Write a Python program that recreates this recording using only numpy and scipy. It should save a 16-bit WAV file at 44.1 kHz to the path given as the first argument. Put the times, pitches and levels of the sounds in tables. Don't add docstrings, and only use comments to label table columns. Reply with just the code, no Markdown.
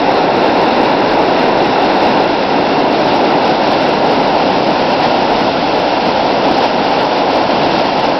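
import sys
import numpy as np
from scipy import signal
from scipy.fft import rfft, irfft, next_fast_len
from scipy.io import wavfile
from scipy.ndimage import uniform_filter1d

SR = 44100
rng = np.random.default_rng(int(sys.argv[2]) if len(sys.argv) > 2 else 0)


def invert_db(x):
    u = np.asarray(x, float) / 20
    return 10 ** u


def wrap_up_sound(samples):
    columns = np.atleast_2d(samples).T
    tamed = np.clip(columns, -1, 1)
    steps = np.round(tamed * 32767).astype(np.int16)
    wavfile.write(sys.argv[1], SR, steps)


N = 361179
STEP = 40

LAYER_HZ = [260, 750, 1900, 4200]
# (time [s], level [dB])
FLOW = [(0.0, -13.5), (0.09, -11), (2.19, -11), (2.42, -13), (2.51, -12), (3.51, -10.5), (3.56, -13),
        (3.72, -11), (5.81, -12), (5.88, -13.5), (6.09, -10.5), (6.11, -13.5), (6.57, -10.5), (6.66, -10),
        (6.68, -14), (6.77, -12), (7.51, -11.5), (8.19, -12.5)]
FOLLOWS_FLOW = [1.1, 1.05, 0.65, .6]
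# (time [s], share of the turn [0-1])
TURN = [
    (0, 0.05),
    (2.2, 0.2),
    (4.6, 0.8),
    (8.19, 1),
]
TURN_GAIN_DB = [0.5, 0.66, -3.0, 2.5]
CHURN_DB = [0.8, 0.66, 0.37, 0.44]
# (pitch [Hz], level [dB per Hz])
WATER_COLOUR = [(40, -49.5), (70, -22), (130, -10), (285, 1.5), (390, -1), (750, 1), (920, -1), (1010, -6),
                (1200, -15), (1360, -11), (1760, -17), (2260, -18), (3100, -19), (6000, -24)]
# (pitch [Hz], width [Hz], lift facing culvert [dB], lift facing wave [dB])
HOUSING = [(386, 100, 2.1, -4), (1420, 180, 0, 0), (2732, 200, 5, 4), (3110, 350, -5.5, -0.5),
           (3880, 420, 2, -1), (4720, 570, -3.5, -0.5)]
# (pitch [Hz], level [dB per Hz])
RUMBLE_COLOUR = [(9, -29), (18, -6.5), (30, -7.5), (41, 3), (52, -6.5), (66, -3.5), (100, -11),
                 (130, -29.5), (220, -100)]
# (pitch [Hz], level [dB])
BAND_EDGE = [(5000, 0), (5250, -1.5), (5500, -4), (5750, -11.5), (6000, -22.5), (6200, -36), (6400, -62),
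             (6900, -80.5), (8500, -110)]


def rms_one(x):
    return x / np.sqrt(np.mean(x ** 2) + 1e-20)


def drift(rate_hz):
    r = np.exp(-2 * np.pi * STEP * rate_hz / SR)
    settling = 2000
    noise = rng.standard_normal(N // STEP + settling + 1)
    return rms_one(signal.lfilter([1], [1, -2 * r, r * r], noise)[settling:])


def full_rate(control):
    return np.interp(np.arange(N) / STEP, np.arange(len(control)), control)


def filtered(x, spectrum, modes=()):
    hz = np.maximum(np.fft.rfftfreq(N, 1 / SR), 1)
    points = np.array(spectrum)
    gain_db = np.interp(np.log(hz), np.log(points[:, 0]), points[:, 1])
    for mode_hz, width_hz, lift_db in modes:
        gain_db += lift_db / (1 + (2 * (hz - mode_hz) / width_hz) ** 2)
    size = next_fast_len(N)
    gain = np.interp(np.fft.rfftfreq(size, 1 / SR), hz, invert_db(gain_db))
    return irfft(rfft(x, size) * gain, size)[..., :N]


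def bubbles(hz, sizes):
    bursts_per_cycle, ring_cycles = 6.0, 9.0
    steady_s = 0.22
    born = rng.random(N) < bursts_per_cycle * hz / SR
    r = invert_db(-60 * hz / (ring_cycles * SR))
    poles = [1, -2 * r * np.cos(2 * np.pi * hz / SR), r * r]
    rings = signal.lfilter([1, 0, -1], poles, sizes * born)
    power = uniform_filter1d(rings ** 2, int(steady_s * SR))
    return rings * np.sqrt(hz / (power + 1e-12))


def layer_levels():
    s = np.arange(len(drift(5.4))) * STEP / SR
    flow_db = np.interp(s, *np.transpose(FLOW))
    turned = np.interp(s, *np.transpose(TURN))
    flow_swing_db = flow_db - flow_db.mean()
    turn_swing = turned - turned.mean()
    levels_db = []
    for share, turn_db, churn_db in zip(FOLLOWS_FLOW, TURN_GAIN_DB, CHURN_DB):
        levels_db.append(share * flow_swing_db + turn_db * turn_swing + churn_db * drift(5.4))
    return np.array(levels_db)


def flood(splash_db, own_db):
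    size_spread_db = 1.2
    sizes = invert_db(size_spread_db * rng.exponential(1, N)) * rng.choice([-1, 1], N)
    slaps = drift(9.4)
    layers_db = layer_levels()
    water = 0
    for hz in np.geomspace(50, 7000, num=36):
        nearness = [np.interp(np.log(hz), np.log(LAYER_HZ), layer) for layer in np.eye(len(LAYER_HZ))]
        slap_db = splash_db * np.clip(hz / 3500, 0, 1) * slaps
        flicker_db = slap_db + own_db * drift(8.6)
        level = invert_db(nearness @ layers_db + flicker_db)
        water = water + bubbles(hz, sizes) * full_rate(level)
    return water


def heard_from_bank(water):
    flood_db = -11
    modes = np.array(HOUSING)
    turned = np.clip(np.interp(np.arange(N) / SR, *np.transpose(TURN)), 0, 1)
    culvert = filtered(water, WATER_COLOUR, modes[:, [0, 1, 2]])
    wave = filtered(water, WATER_COLOUR, modes[:, [0, 1, 3]])
    return invert_db(flood_db) * rms_one((1 - turned) * culvert + turned * wave)


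def rumble(lumpy_db):
    rumble_db = -43
    gusts = full_rate(invert_db(lumpy_db * drift(2.5)))
    noise = rng.standard_normal(N) * gusts
    return invert_db(rumble_db) * rms_one(filtered(noise, RUMBLE_COLOUR))


def scene():
    water = heard_from_bank(flood(splash_db=0.76, own_db=0.43))
    return (water + rumble(lumpy_db=-1.0))[None]


def band_limit(x):
    return signal.sosfilt(signal.butter(12, 15830, fs=SR, output="sos"), x)


def record(dry):
    every = 4
    overload, offset, ceiling = 0.7, -0.0028, 0.707
    half_rate_hz = SR / every / 2
    guarded = filtered(dry, [(half_rate_hz, 0), (half_rate_hz + 5, -80)])
    kept = np.zeros_like(dry)
    kept[:, ::every] = every * np.clip(guarded[:, ::every] + offset, -overload, overload)
    smooth = np.clip(filtered(kept, BAND_EDGE), -ceiling, ceiling)
    return band_limit(smooth)


dry = scene()
out = record(dry)
wrap_up_sound(out)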